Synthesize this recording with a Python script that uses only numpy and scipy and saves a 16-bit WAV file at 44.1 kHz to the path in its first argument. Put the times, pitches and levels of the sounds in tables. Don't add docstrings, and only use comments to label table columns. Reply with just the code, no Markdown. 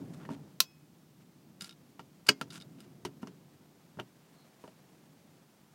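import sys
import numpy as np
from scipy import signal
from scipy.fft import rfft
from scipy.io import wavfile
from scipy.ndimage import uniform_filter1d

SR = 44100
rng = np.random.default_rng(int(sys.argv[2]) if len(sys.argv) > 2 else 0)


def put_to_file(sound):
    columns = np.atleast_2d(sound).T
    safe = np.clip(columns, -1, 1)
    whole_steps = np.round(safe * 32767)
    wavfile.write(sys.argv[1], SR, whole_steps.astype(np.int16))


N = 253134

# [t/s, thud level/dB, knock level/dB, click level/dB, tick level/dB, chatter/s, favoured f/Hz]
CLAMP_SNAPS = [(.6034, -47, -35.5, -23, -27, 0.003, 4084)]
# [f/Hz, level/dB, t60/s]
STEEL_MODES = [(196.2, -14.5, 0.092), (361.6, -14, 0.08), (640, -10.5, 0.041), (1046, -2.5, 0.08),
               (1352, 1.5, .04), (2677, 2, 0.033), (3070, -7.5, .04), (3730, -1, .035), (4040, 3.5, 0.029),
               (4617, 4.5, 0.023), (5150, -2, .035), (6010, -4, 0.07), (7777, -9.5, 0.039),
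               (8660, -15, 0.051), (11980, -1.5, .025), (11850, -16.5, 0.02), (14730, -3, .02),
               (2530, -32.5, .65), (2570, -39, .6), (3347, -32.5, .3), (5216, -29.5, 0.41), (6576, -40, .3),
               (7550, -33, .2)]


def metal_clamp():
    return strike(CLAMP_SNAPS, STEEL_MODES, crack_db=20, scatter_db=4.5, room_db=-29.5, room_t60_s=0.22,
                  edge_order=1.2, hump_share=0.062, favour_db=2.5)


# [t/s, thud level/dB, knock level/dB, click level/dB, tick level/dB, chatter/s, favoured f/Hz]
CATCH_STEPS = [(2.2886, -33.5, -27.5, -22, -33, 0.0026, 4500), (2.2912, -34, -26.5, -24.5, -33, .004, 1616)]
# [f/Hz, level/dB, t60/s]
LID_MODES = [(136, -21.5, .12), (205, -17, 0.11), (269, -18.5, .16), (330, -9.5, .08), (418, -13, 0.097),
             (600, -17, .055), (1007, -13, .05), (1340, -5, 0.023), (1556, -3, .035), (1645, -4.5, 0.0098),
             (1920, -12, .04), (2190, -3.5, 0.033), (2376, -2, .035), (2520, -6.5, .05), (2566, -1, 0.045),
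             (2910, 4, 0.042), (3290, -11.5, 0.084), (3870, -9, .035), (4450, 4, .04), (4740, 5.5, 0.029),
             (5120, -10.5, 0.044), (6050, -12, 0.053), (6780, -13.5, 0.054), (8130, -15.5, 0.043),
             (2130, -39, 0.29), (5100, -41, .28)]


def lid_catch():
    return strike(CATCH_STEPS, LID_MODES, crack_db=17.5, scatter_db=0.5, room_db=-32, room_t60_s=0.34,
                  edge_order=1.9, hump_share=0.03, favour_db=1.5)


# [t/s, force level/dB, hardness f/Hz, chatter/s, favoured f/Hz]
BODY_BLOWS = [ (.017, -44.5, 220, 0.0033, 274), (.2513, -58, 1900, 0.0053, 1880),
              (.2905, -47, 900, .002, 980), (.302, -42.5, 597, .018, 259),
              (1.9942, -54.5, 3140, 0.00028, 1100), (2.4123, -43.5, 5350, 0.0025, 1320),
              (3.0505, -43, 4700, .0031, 346), (3.2297, -47, 1007, 0.0019, 225),
              (3.272, -56.5, 4400, 0.0018, 404), (3.972, -53, 453, .0018, 149.3),
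              (3.988, -46, 642, 0.003, 730), (3.9932, -48.5, 1100, 0.0018, 1370),
              (3.998, -47, 2458, .003, 3000), (4.639, -54, 1090, 0.0038, 580),
              (4.6775, -59.5, 2200, 0.0011, 650)]
# [f/Hz, level/dB, t60/s]
BODY_MODES = [(123, -17, 0.33), (177, -4, 0.063), (227, -11.5, 0.094), (276, -10.5, 0.21),
              (357.6, -10, 0.11), (417.4, -12, 0.15), (516, -9, 0.051), (637, -8.5, 0.06),
              (772, -12, 0.048), (931, -0.5, 0.021), (1086, -13, 0.034), (1365, -2.5, 0.038),
              (1604, -6.5, 0.0042), (1858, -6, 0.019), (2335, -13, 0.04), (2800, -12, 0.045),
              (2900, -3.5, 0.029), (3500, -12.5, 0.042), (4696, -4.5, 0.03), (5624, -5, 0.032),
              (6260, -9.5, 0.044), (7150, -9.5, 0.046), (9200, -5, 0.03), (12490, -7, .02)]
# [thud, knock, click, tick level/dB]
BODY_YIELD_DB = [1.7, -0.69, -0.0041, 0.16]


def body_knocks():
    return strike(contacts(BODY_BLOWS, BODY_YIELD_DB), BODY_MODES, crack_db=23, scatter_db=9, room_db=-27.5,
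                  room_t60_s=0.25, edge_order=0.63, hump_share=0.06, favour_db=10.5)


# [t/s, force level/dB, hardness f/Hz, chatter/s, favoured f/Hz]
HINGE_TICKS = [ (1.6095, -51.5, 9000, 0.0019, 3700), (1.6205, -49.5, 9700, 0.0018, 180),
               (1.6442, -55, 7000, 0.0022, 5100), (2.2685, -54.5, 9500, 0.0049, 4800),
               (2.285, -46, 8000, .003, 1400), (2.5037, -56.5, 5000, 0.0093, 4100),
               (2.53, -66, 12000, 0.0045, 7400), (2.557, -56, 4500, .003, 1400),
               (2.8045, -61.5, 9000, .0018, 200)]
# [f/Hz, level/dB, t60/s]
HINGE_MODES = [(182, -12.5, 0.16), (258, -17, 0.038), (1380, -5.5, 0.066), (1650, -12.5, .03),
               (2170, -9.5, .03), (2900, -3, 0.038), (3750, -2.5, 0.051), (4731, 0, 0.018), (5002, -1, .04),
               (7300, -7.5, 0.034), (9150, -4, 0.076), (11500, -9.5, .03)]
# [thud, knock, click, tick level/dB]
HINGE_YIELD_DB = [-6, -7, 0.07, .5]


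def hinge_ticks():
    return strike(contacts(HINGE_TICKS + rattles(), HINGE_YIELD_DB), HINGE_MODES, crack_db=19.5, scatter_db=3.5,
                  room_db=-24, room_t60_s=0.25, edge_order=1.0, hump_share=0.055, favour_db=4.5)


# [t/s, gap/s, first force level/dB, step per bounce/dB]
LID_RATTLES = [(1.693, .016, -59, -5), (2.6013, 0.0097, -64, 1.5)]


def rattles(count=3, hardness_hz=5260, chatter_s=0.0038, spot_hz=3700):
    bounces = []
    for start_s, gap_s, force_db, step_db in LID_RATTLES:
        for k in range(count):
            bounces.append((start_s + k * gap_s, force_db + k * step_db, hardness_hz, chatter_s, spot_hz))
    return bounces


# [t/s, length/s, level/dB, tilt/(dB per octave)]
SLIDES = [(0.131, .022, -60, -3), (.196, 0.065, -56.5, -9.5), (0.299, 0.056, -57.5, -5),
          (1.202, 0.033, -69.5, -4.5), (1.603, 0.084, -57.5, -1), (2.263, 0.036, -49.5, -4),
          (2.519, 0.07, -54, -2.5), (2.78, 0.078, -67.5, -4.5), (3.218, 0.017, -63, -3),
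          (4.613, 0.092, -72.5, 0.5)]
# [f/Hz, level/dB per Hz]
SLIDE_COLOUR = [(100, -24), (700, -10), (1400, 2), (1850, -3.5), (2900, 1), (3800, -0.5), (4700, -1),
                (6500, -1), (9300, -2), (12500, -9), (16000, -21)]


def scrapes(slips_per_s=1100, spread_db=2.0):
    out, t = np.zeros(N), np.arange(SR // 5) / SR
    for start_s, length_s, level_db, tilt_db in SLIDES:
        attack = np.minimum(t / 0.0043, 1)
        release = np.exp(-np.maximum(t - length_s + 0.006, 0) / 0.005)
        slipping = rng.random(len(t)) < slips_per_s / SR
        slip_db = spread_db * np.minimum(rng.exponential(1, len(t)), 3)
        clicks = slipping * gain_of(slip_db) * rng.choice([-1, 1], len(t))
        grit = clicks + 0.1 * rng.standard_normal(len(t))
        tilted = [(hz, db + tilt_db * np.log2(hz)) for hz, db in SLIDE_COLOUR]
        add(out, start_s, gain_of(level_db) * attack * release * evened(colour(grit, tilted)))
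    return out


def squeak(start_s=4.32, length_s=0.17, level_db=-74.5, first_hz=4350, last_hz=4000, width_hz=170):
    out, u = np.zeros(N), np.linspace(0, 1, round(length_s * SR))
    low_pass = signal.butter(2, width_hz, fs=SR, output="sos")
    waver = signal.sosfilt(low_pass, rng.standard_normal(len(u)))
    pitch_hz = first_hz + (last_hz - first_hz) * u
    tone = np.sin(2 * np.pi * np.cumsum(pitch_hz) / SR)
    add(out, start_s, gain_of(level_db) * np.sin(np.pi * u) * evened(waver * tone))
    return out


# [t/s, level/dB]
ARM_MOTION = [(0.0, -46.5), (0.21, -51), (0.42, -52.5), (0.62, -65.5), (0.91, -63.5), (1.49, -62),
              (2.03, -62), (2.24, -64.5), (2.49, -56.5), (3.24, -58.5), (3.74, -64), (4.44, -66.5),
              (4.89, -65), (5.32, -63), (5.48, -68), (5.74, -66)]
# [f/Hz, level/dB per Hz]
RUMBLE_COLOUR = [(20, -29.5), (55, -32.5), (85, -11), (115, -8.5), (148, 3.5), (200, -2), (270, -4),
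                 (350, -8), (500, -19), (800, -24), (1500, -43), (4000, -71.5)]
# [t/s, level/dB]
SLEEVE_MOTION = [(0.0, -64), (0.17, -61), (0.34, -68.5), (0.51, -66), (0.65, -74.5), (1.32, -73.5),
                 (2.35, -69), (2.46, -67), (2.75, -68.5), (3.97, -69), (4.4, -65), (5.74, -69)]
# [f/Hz, level/dB per Hz]
SLEEVE_COLOUR = [(150, -25), (400, 4), (700, 2), (1200, -3.5), (2300, -8), (4000, -12.5), (7000, -13.5),
                 (16000, -24.5)]


def handling(rumble_trim_db=2, sleeve_trim_db=-2, catching_db=1.4):
    t = np.arange(N) / SR
    catching = evened(uniform_filter1d(rng.standard_normal(N), size=600))
    rumble_db = rumble_trim_db + np.interp(t, *np.transpose(ARM_MOTION))
    rumble = gain_of(rumble_db) * noise(RUMBLE_COLOUR)
    sleeve_db = sleeve_trim_db + np.interp(t, *np.transpose(SLEEVE_MOTION)) + catching_db * catching
    sleeve = gain_of(sleeve_db) * noise(SLEEVE_COLOUR)
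    return rumble + sleeve


# [f/Hz, level/dB per Hz]
HISS_COLOUR = [(20, 12.5), (80, 12.5), (300, 10), (800, 6.5), (2000, 1.5), (5000, 0.5), (10000, -4),
               (15500, -3)]


def microphone_hiss(level_db=-69):
    return gain_of(level_db) * noise(HISS_COLOUR)


def strike(rows, modes, crack_db, scatter_db, room_db, room_t60_s, edge_order, hump_share, favour_db):
    out, t = np.zeros(N), np.arange(SR // 2) / SR
    for start_s, *levels_db, chatter_s, spot_hz in rows:
        struck = [(hz, db + favour_db * np.exp(-(np.log2(hz / spot_hz) / 0.28) ** 2), t60_s)
                  for hz, db, t60_s in modes]
        ring = np.zeros(len(t))
        for hz, db, t60_s in struck:
            ring += gain_of(db) * decay(t, t60_s) * np.sin(2 * np.pi * (hz * t + rng.random()))
        swell = 1 - np.exp(-t / (0.13 * chatter_s))
        contact = np.exp(-(t / chatter_s) ** edge_order)
        crack = gain_of(crack_db) * contact * rng.standard_normal(len(t))
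        near = gain_of(scatter_db) * scatter(t) * (1 - np.exp(-t / 0.0036))
        room = gain_of(room_db) * far_room(t, room_t60_s)
        direct = swell * ring + colour(crack, humps(struck, hump_share))
        reflected = colour(near + room, humps(modes, 1.8 * hump_share))
        add(out, start_s, weigh(direct + reflected, levels_db))
    return out


BAND_EDGES_HZ = [80, 520, 1900, 6000, 16000]


def contacts(rows, yield_db, softness_order=3.0, spot_db=6, spot_octaves=1.1):
    edges = np.array(BAND_EDGES_HZ)
    centre_hz, out = np.sqrt(edges[:-1] * edges[1:]), []
    for start_s, force_db, hardness_hz, chatter_s, spot_hz in rows:
        soft_db = -10 * np.log10(1 + (centre_hz / hardness_hz) ** softness_order)
        lift_db = spot_db * np.exp(-(np.log2(centre_hz / spot_hz) / spot_octaves) ** 2)
        levels_db = force_db + np.array(yield_db) + soft_db + lift_db
        out.append((start_s, *levels_db, chatter_s, spot_hz))
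    return out


def weigh(sound, levels_db):
    hz, edges = np.fft.rfftfreq(len(sound), 1 / SR), np.array(BAND_EDGES_HZ)
    centre_hz = np.sqrt(edges[:-1] * edges[1:])
    for _ in range(2):
        power = 2 * abs(rfft(sound)) ** 2 / (len(sound) * 0.02 * SR)
        has_db = [10 * np.log10(power[(hz >= lo) & (hz < hi)].sum() + 1e-20)
                  for lo, hi in zip(edges[:-1], edges[1:])]
        sound = colour(sound, list(zip(centre_hz, np.array(levels_db) - has_db)))
    return sound


# [f/Hz, level/dB]
CONTACT_COLOUR = [(30, -40), (70, -18.5), (130, -5.5), (400, -6), (700, -3), (1300, -4), (2800, -2.5),
                  (4700, -1), (7000, 0), (11500, 0), (16000, -4)]


def humps(modes, share):
    grid_hz = np.geomspace(30, 17000, 400)
    power = sum(gain_of(db) ** 2 / (1 + ((grid_hz - hz) / (share * hz)) ** 2) for hz, db, _ in modes)
    return list(zip(grid_hz, 10 * np.log10(power) + read(CONTACT_COLOUR, grid_hz)))


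# [f/Hz, t60/s]
NEAR_T60 = [(100, 0.22), (400, 0.18), (1000, 0.1), (4000, 0.074), (7000, 0.09), (10000, .06),
            (15000, 0.075)]


def scatter(t, size=128):
    hz, at_s, z = signal.stft(rng.standard_normal(len(t)), SR, nperseg=size)
    fade_db = -60 * at_s / read(NEAR_T60, hz)[:, None]
    return signal.istft(z * gain_of(fade_db), SR, nperseg=size)[1][:len(t)]


# [f/Hz, level/dB]
ROOM_COLOUR = [(100, 0), (3000, -2.5), (5500, -2.5), (7500, -7), (10000, -9), (16000, -13)]


def far_room(t, t60_s):
    return decay(t, t60_s) * colour(rng.standard_normal(len(t)), ROOM_COLOUR)


def decay(t, t60_s):
    return np.exp(-np.log(1000) * t / t60_s)


def noise(points):
    return evened(colour(rng.standard_normal(N), points))


def colour(x, points, size=4096):
    log_gain = np.log(gain_of(read(points, abs(np.fft.fftfreq(size, 1 / SR)))))
    response = np.exp(np.conj(signal.hilbert(log_gain)))
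    taps = np.fft.ifft(response).real[:size // 2]
    return signal.fftconvolve(x, taps)[:len(x)]


def read(points, hz):
    f, value = np.transpose(points)
    return np.interp(np.log(hz + 1), np.log(f + 1), value)


def gain_of(db):
    return 10 ** (np.asarray(db) / 20)


def evened(x):
    return x / np.sqrt(np.mean(x ** 2) + 1e-20)


def add(mix, start_s, sound):
    part = mix[max(round(start_s * SR), 0):][:len(sound)]
    part += sound[:len(part)]


def scene():
    impacts = metal_clamp() + lid_catch() + body_knocks() + hinge_ticks()
    friction = scrapes() + squeak()
    return (impacts + friction + handling() + microphone_hiss())[None]


def record(dry, ceiling=0.62, low_cut_hz=72, edge_hz=16200):
    thin = signal.sosfilt(signal.butter(3, low_cut_hz, "high", fs=SR, output="sos"), dry)
    held = thin / (1 + (thin / ceiling) ** 6) ** (1 / 6)
    band_limit = signal.firwin(255, edge_hz, window=("kaiser", 9), fs=SR)
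    return signal.oaconvolve(held, band_limit[None], "same")


dry = scene()
out = record(dry)
put_to_file(out)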